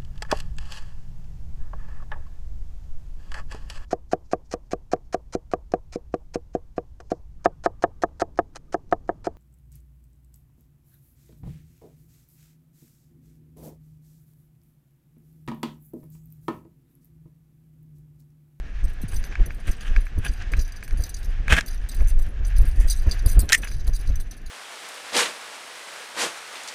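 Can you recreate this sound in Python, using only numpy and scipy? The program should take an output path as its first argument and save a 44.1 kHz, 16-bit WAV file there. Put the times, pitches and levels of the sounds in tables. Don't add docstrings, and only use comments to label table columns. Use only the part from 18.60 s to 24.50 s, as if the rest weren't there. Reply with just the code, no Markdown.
import sys
import numpy as np
from scipy import signal
from scipy.fft import rfft, irfft
from scipy.io import wavfile

SR = 44100
rng = np.random.default_rng(int(sys.argv[2]) if len(sys.argv) > 2 else 0)


def natural_amplitude(level_db):
    exponent = np.asarray(level_db, float) / 20
    return 10 ** exponent


def master(y):
    cut = np.clip(np.atleast_2d(y).T, -1, 1)
    pcm = np.round(cut * 32767)
    wavfile.write(sys.argv[1], SR, pcm.astype(np.int16))


N = 260190


def rms_one(x):
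    return x / np.sqrt(np.mean(x ** 2) + 1e-20)


def noise():
    return rng.standard_normal(N)


def coloured(x, spectrum):
    hz, db = np.transpose(spectrum)
    bins_hz = np.fft.rfftfreq(N, 1 / SR) + 1
    gain_db = np.interp(np.log(bins_hz), np.log(hz), db, -120, -120)
    return rms_one(irfft(rfft(x) * natural_amplitude(gain_db), N))


def band(x, low_hz, high_hz):
    limits_hz = [low_hz, min(high_hz, .45 * SR)]
    return signal.sosfilt(signal.butter(2, limits_hz, "band", fs=SR, output="sos"), x)


def drift(rate):
    knots = rng.standard_normal(600)
    return np.interp(np.arange(N) / SR * rate, np.arange(600), knots)


def ring(clicks, hz, t60):
    r, w = natural_amplitude(-60 / (t60 * SR)), 2 * np.pi * hz / SR
    return signal.lfilter([0, np.sin(w)], [1, -2 * r * np.cos(w), r * r], clicks + 1e-18)


def fade(clicks, t60):
    return signal.lfilter([1], [1, -natural_amplitude(-60 / (t60 * SR))], clicks)


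def train(s, size):
    return np.bincount(np.clip((s * SR).astype(int), 0, N - 1), size, N)


def grains(per_s, spread_db):
    sizes = natural_amplitude(spread_db * np.minimum(rng.exponential(1, N), 4)) * rng.choice([-1, 1], N)
    return rms_one(sizes * (rng.random(N) < per_s / SR))


def sway():
    t, width_s = np.arange(N) / SR, 0.047
    return sum(natural_amplitude(-18 + 0.56 * peak_db) * np.exp(-((t - s) / width_s) ** 2) for s, peak_db, _, _ in JOLTS)


# time in seconds, rumble between jolts in dB, strap rustle in dB.
TROT = [(0.0, -28.5, -51.5), (1.0, -24.5, -50), (1.66, -35.5, -50.5), (1.81, -21.5, -45.5),
        (1.94, -29, -48), (2.05, -28, -51), (2.68, -26, -51.5), (3.2, -27, -49), (3.5, -22.5, -54),
        (3.83, -28.5, -49.5), (4.22, -19, -51), (4.67, -27, -47.5), (4.88, -27, -54), (5.08, -22.5, -59.5),
        (5.34, -18.5, -53), (5.9, -35.5, -54)]


def trot_levels():
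    s, *columns = np.transpose(TROT)
    rumble_db, rustle_db = (np.interp(np.arange(N) / SR, s, c) for c in columns)
    rumble_db = 20 * np.log10(natural_amplitude(rumble_db) + sway())
    rustle_db = np.minimum(rustle_db + 0.14 * (rumble_db + 29.5), -42)
    return rumble_db, rustle_db


# frequency in Hz, strength in dB per Hz.
RUMBLE = [(8, -12.5), (17, 3.5), (30, 5.5), (41, 0.5), (89, -15), (129, -28.5), (160, -35), (260, -100)]


def rumble(rumble_db):
    return natural_amplitude(rumble_db + 0.5 + 4.8 * drift(12)) * coloured(noise(), RUMBLE)


# frequency in Hz, strength in dB per Hz.
THUD = [(47, -102), (80, -7.5), (219, -17.5), (622, -28.5), (709, -30), (883, -39.5), (1100, -36),
        (1430, -40), (2420, -120)]


def harness_thud():
    return coloured(noise(), THUD)


def harness_murmur(rumble_db):
    return natural_amplitude(0.42 * rumble_db - 35.5 + 3.8 * drift(25)) * harness_thud()


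# frequency in Hz, strength in dB per Hz.
RUSTLE = [(410, -60), (700, -3), (930, -10), (1350, -6), (1700, 3), (2000, -4), (2600, -5), (4300, -17),
          (6150, -18), (7700, -28), (10000, -36), (15000, -50)]


def rustle(rustle_db):
    return natural_amplitude(rustle_db + 1.5 + 2.64 * drift(33)) * coloured(grains(6000, spread_db=0.5), RUSTLE)


# start in seconds, level in dB, small tags over big ring in dB, rattle length in seconds.
CLASHES = [(0.48, -41, 2.5, 0.06), (0.534, -39, 6, 0.037), (0.561, -37.5, -5.5, 0.0084),
           (1.068, -42.5, 0, 0.024), (1.1103, -38.5, -2.5, .011), (1.6451, -37.5, 3, 0.03),
           (1.9908, -36, -13, 0.014), (2.0082, -38.5, -1.5, 0.024), (2.373, -39, -3, 0.1),
           (2.4366, -32.5, -4, 0.0053), (2.4912, -36, 2, 0.0075), (2.5407, -37.5, -6.5, .016),
           (3.0763, -40.5, -6, 0.013), (3.102, -44.5, -1, .02), (3.3144, -41.5, -7, .015),
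           (3.3446, -36.5, 6, 0.0085), (3.473, -33.5, 2, 0.037), (3.9625, -41, 4, 0.012),
           (3.9777, -35.5, 15, 0.013), (4.1994, -37, 7, .017), (4.2779, -33, -3, 0.021),
           (4.298, -22.5, -1, 0.041), (4.5115, -26.5, -10, .014), (4.6599, -30, 7, 0.0097),
           (4.68, -27.5, 2, 0.033), (4.7092, -33, 1, 0.028), (4.7922, -19.5, 13, 0.02),
           (5.071, -40.5, -2.5, .028), (5.2673, -40.5, 2, 0.027), (5.3466, -31, -2.5, 0.029)]
# start in seconds, level in dB.
TAG_TOUCHES = [(0.2396, -43), (0.2922, -54), (0.416, -40), (0.856, -43), (0.996, -53), (1.164, -53),
               (1.4046, -48), (1.5789, -51.5), (1.7259, -50), (1.9151, -44.5), (2.2345, -42),
               (2.6426, -43.5), (3.0596, -43), (3.2883, -37.5), (3.6149, -42.5), (3.867, -43),
               (4.0087, -43), (4.0515, -48), (4.3692, -42), (4.5296, -48), (4.974, -36), (5.555, -47.5),
               (5.599, -38.5), (5.7666, -49.5)]
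# start in seconds, level in dB.
RING_TOUCHES = [(0.6408, -49.5), (0.9083, -55.5), (1.2108, -46), (1.2715, -52), (1.3666, -47),
                (1.6773, -41), (1.9643, -46), (2.1591, -47.5), (2.2827, -56), (3.397, -51), (3.848, -47.5),
                (4.4281, -49), (4.4863, -42), (5.017, -38.5), (5.112, -48), (5.1354, -46.5), (5.194, -48),
                (5.331, -42), (5.4575, -57), (5.4879, -50.5), (5.7299, -53), (5.861, -46)]


def strikes():
    touch_s, bounce_within_s, bounce_loss_db = 0.02, .1, 13.0
    hits = list(CLASHES)
    for rows, tilt_db in ((TAG_TOUCHES, 2.5), (RING_TOUCHES, -8)):
        hits += [(s, db, tilt_db, touch_s) for s, db in rows]
    bounces = []
    for (s, db, tilt_db, length), pair in zip(hits, rng.random((len(hits), 2, 3))):
        for wait, weak, turn in pair:
            bounce_db = min(db, -36) - bounce_loss_db * (.5 + weak)
            bounces.append((s + length + bounce_within_s * wait, bounce_db, tilt_db + 16 * (turn - .5), .005))
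    return np.transpose(hits + bounces)


# frequency in Hz, level in dB, seconds to fall 60 dB.
BIG_RING = [(3500, -23, .07), (4040, -12, .04), (4640, -8, .025), (4770, -6, .042), (6030, -3, .04),
            (6180, -5, .02), (6700, -9, .018)]
# frequency in Hz, level in dB, seconds to fall 60 dB.
NAME_TAG = [(7300, -13, .018), (8220, -5, .03), (9360, -4, .03), (9680, -5, .03), (10780, -4, .045)]
# frequency in Hz, level in dB, seconds to fall 60 dB.
SMALL_LINK = [(12700, -7, .03), (13540, -8, .03), (14420, -12, .025), (14920, -14, .025)]


def tags():
    s, level_db, tilt_db, length = strikes()
    place = np.sort(rng.random((len(s), 14)), axis=1)
    place -= place[:, :1]
    times = (s[:, None] + place * .8 * np.clip(length, .002, .08)[:, None]).ravel()
    force_db = level_db[:, None] - 2 - 9 * np.abs(place - .2) + 4 * rng.normal(0, 1, place.shape)
    tag_db = -10 * np.log10(2.0 + 10 ** (-tilt_db / 10))
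    ring_db = tag_db - tilt_db
    out = np.zeros(N)
    for part, rel_db, gain_db in ((BIG_RING, ring_db, -1.5), (NAME_TAG, tag_db, -2.5), (SMALL_LINK, tag_db, -2.4)):
        swing = fade(train(s, natural_amplitude(0.73 * level_db + rel_db - 11.5)), t60=.2) + natural_amplitude(-62)
        for hz, db, t60 in part:
            share_db = 3 - 16 * rng.random((len(s), 1)) ** 2 + 1 + 4 * rng.normal(0, 1, place.shape)
            size = natural_amplitude(force_db + rel_db[:, None] + share_db + gain_db) * rng.choice([-1, 1], place.shape)
            shiver = swing * natural_amplitude(-41 + 8 * drift(30)) * grains(1800, spread_db=3)
            note = ring(train(times, size.ravel()) + shiver, hz, t60)
            out += natural_amplitude(db) * band(note, .85 * hz, 1.15 * hz)
    return out + contact_crackle(times, force_db, ring_db, tag_db)


def contact_crackle(times, force_db, ring_db, tag_db):
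    overtones_hz = 3500 * 4.2 ** ((np.arange(15) + rng.random(15)) / 15)
    crackle = sum(natural_amplitude(6 * drift(45)) * ring(grains(1500, spread_db=4.0), hz, .01) for hz in overtones_hz)
    out = np.zeros(N)
    for rel_db, low_hz, high_hz in ((ring_db, 3600, 7300), (tag_db, 7300, 15000)):
        contact_db = (force_db + rel_db[:, None]).ravel()
        puff = fade(train(times, natural_amplitude(contact_db - 30.5)), t60=0.0055)
        chatter = fade(train(times, natural_amplitude(contact_db - 22)), t60=.1) * natural_amplitude(2.9 * drift(60))
        out += (puff + chatter) * rms_one(band(crackle, low_hz, high_hz))
    return out


# time in seconds, peak in dB, direction (1 or -1), swing frequency in Hz.
JOLTS = [(0.248, -10, 1, 32), (0.559, -18, 1, 29.8), (0.811, -7.5, -1, 28.8), (1.099, -8, 1, 26.7),
         (1.31, -11.5, 1, 21.8), (1.378, -4.5, -1, 29.2), (1.587, -13.5, -1, 60), (1.702, -12, -1, 24.2),
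         (1.935, -13, 1, 28.4), (1.988, -14, 1, 51.3), (2.335, -9.5, -1, 26.3), (2.402, -9.5, -1, 34.5),
         (2.692, -22, 1, 34.8), (2.8, -18.5, 1, 38), (2.927, -4.5, 1, 55.7), (3.414, -1.5, -1, 26),
         (3.59, -13.5, -1, 28), (3.809, -17.5, 1, 37.3), (4, -5, -1, 28), (4.045, -8.5, -1, 25),
         (4.17, -17, 1, 28), (4.204, -7, -1, 37), (4.258, -6.5, 1, 28.2), (4.478, -2, 1, 51.6),
         (4.524, -12, 1, 29.2), (4.666, -5.5, -1, 57.4), (4.78, 3, 1, 41.2), (4.833, -10.5, 1, 42.6),
         (5.288, -7.5, -1, 45.7), (5.503, -9.5, 1, 31)]


def jolts():
    out, shake, t = np.zeros(N), np.zeros(N), np.arange(-3000, 3000) / SR
    for s, peak_db, direction, hz in JOLTS:
        at = slice(int(s * SR) - 3000, int(s * SR) + 3000)
        swing = np.cos(2 * np.pi * hz * t) * np.exp(-(2.48 * hz * t) ** 2)
        out[at] += natural_amplitude(peak_db + 1.5) * np.sign(direction) * swing
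        thud_db = -41 + 0.78 * peak_db + 0.18 * hz + 8.0
        shake[at] += natural_amplitude(thud_db) * np.exp(-(t / 0.016) ** 2)
    return out + shake * harness_thud()


# start in seconds, peak in dB.
THUMPS = [
    (0.434, -15),
    (1.577, -17.5),
]


def thumps():
    out, t = np.zeros(N), np.arange(int(.07 * SR)) / SR
    cycles = 95 * t + 220 * 0.0086 * (1 - np.exp(-t / 0.0067))
    tone = np.sin(2 * np.pi * cycles) * (1 - np.exp(-t / 0.017)) * np.exp(-t / 0.013)
    for s, peak_db in THUMPS:
        out[int(s * SR):int(s * SR) + len(t)] += natural_amplitude(peak_db + 7) * tone
    return out


# frequency in Hz, level in dB, seconds to fall 60 dB.
HOUSING = [(1240, -3.5, 0.0083), (1623, 0, 0.019), (2274, 4, 0.0088), (2560, 4.5, 0.0086),
           (2621, -4, 0.023), (3590, -22.5, 0.004)]


def housing(clicks):
    return sum(natural_amplitude(db) * ring(clicks, hz, t60) * (-1) ** k for k, (hz, db, t60) in enumerate(HOUSING))


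# hardest rub in seconds, build-up in seconds, let-go in seconds, body in dB, hiss in dB.
SCRAPES = [(0.535, 0.042, 0.032, -40, -59), (1.281, 0.15, 0.093, -38, -49.5), (4.21, .08, 0.12, -43.5, -42),
           (1.088, 0.044, 0.033, -33, -39.5), (1.663, 0.05, 0.033, -28.5, -41),
           (2.908, 0.021, 0.022, -15.5, -28), (2.926, 0.01, 0.033, -7.5, -17.5),
           (2.967, 0.01, 0.055, -29, -30), (2.987, 0.021, 0.011, -14, -26.5),
           (4.904, 0.018, 0.016, -23.5, -35), (4.924, 0.0037, 0.031, -15, -10),
           (4.95, 0.02, 0.0076, -18, -11), (5.035, 0.0081, 0.064, -31.5, -44)]
# frequency in Hz, strength in dB per Hz.
HISS = [(1760, 16), (3000, -14.5), (3950, -17), (5920, -3.5), (8180, -6.5), (9260, -7.5), (12600, -18.5),
        (15500, -17)]


def scrapes():
    slips = grains(2000, spread_db=4.5)
    shell, upper = rms_one(housing(slips)), rms_one(band(slips, 2110, 3300))
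    hiss = coloured(grains(12000, spread_db=4.0), HISS)
    thud = rms_one(band(noise(), 60, 190) + natural_amplitude(-10.5) * band(noise(), 280, 1100))
    out, t = np.zeros(N), np.arange(N) / SR
    for s, rise, fall, body_db, hiss_db in SCRAPES:
        away = np.maximum((s - t) / rise, (t - s) / fall)
        rub = natural_amplitude(-20 * np.minimum(away, 10))
        grit_db = hiss_db - body_db
        body = natural_amplitude(-2 - 0.37 * max(grit_db + 10.5, 0)) * shell + natural_amplitude(-4.5) * upper
        thud_db = body_db - 19 - grit_db
        out += rub * (natural_amplitude(body_db) * body + natural_amplitude(hiss_db) * hiss + natural_amplitude(thud_db) * thud)
    return out


# start in seconds, peak in dB, treble against the peak in dB.
TICKS = [(0.64, -24, 1), (0.7243, -25, -40), (0.7545, -16.5, -31), (0.9058, -22.5, -34), (1.0783, -26, -23),
         (1.3632, -11.5, -15.5), (1.4676, -24.5, -11.5), (1.649, -18.5, -30), (1.8222, -32, 5),
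         (1.936, -12, -40.5), (2.2273, -22, -7.5), (2.2787, -27, -3), (2.309, -25, -3.5), (2.8811, -10, -9),
         (2.9056, -15, -21), (2.9229, 0, -23.5), (2.9668, -7.5, -21.5), (2.985, -6, -35),
         (3.0092, -14, -0.5), (3.4056, -28, -21), (3.46, -30.5, -24), (3.9115, -73, -13),
         (4.8911, -24, 15.5), (4.8976, -13, 2), (4.922, -2.5, 4.5), (5.026, -32, -15.5), (5.0511, -23, -17),
         (5.0728, -23, -19.5), (5.1159, -28, -7), (5.2781, -52, 31.5)]
# start in seconds, peak in dB, treble against it in dB.
SLIPS = [
    (4.9265, -9, -19),
    (4.9300, -8, 18),
    (4.9478, -34, -25),
]


def ticks():
    s, peak_db, treble_db = np.transpose(list(TICKS) + list(SLIPS))
    crack = fade(train(s, natural_amplitude(peak_db + treble_db - 9.0)), t60=0.01) * rms_one(band(noise(), 3600, 7200))
    glancing_db = 0.25 * np.maximum(treble_db + 12, 0)
    knock = train(s, natural_amplitude(peak_db - 5.5 - glancing_db))
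    return housing(knock) + 4.1 * band(band(knock, 490, 4300), 300, 7500) + crack


def scene():
    rumble_db, rustle_db = trot_levels()
    ride = rumble(rumble_db) + harness_murmur(rumble_db) + rustle(rustle_db)
    return (ride + tags() + jolts() + thumps() + scrapes() + ticks())[None]


def top_cut(x):
    return signal.sosfilt(signal.butter(12, 16340, fs=SR, output="sos"), x)


def record(dry):
    rounded = np.tanh(dry * 0.79)
    treble_cut = signal.butter(14, 15050, fs=SR, output="sos")
    mix = np.clip(signal.sosfilt(treble_cut, rounded), -.93, .93)
    return top_cut(mix)


dry = scene()
out = record(dry)
master(out)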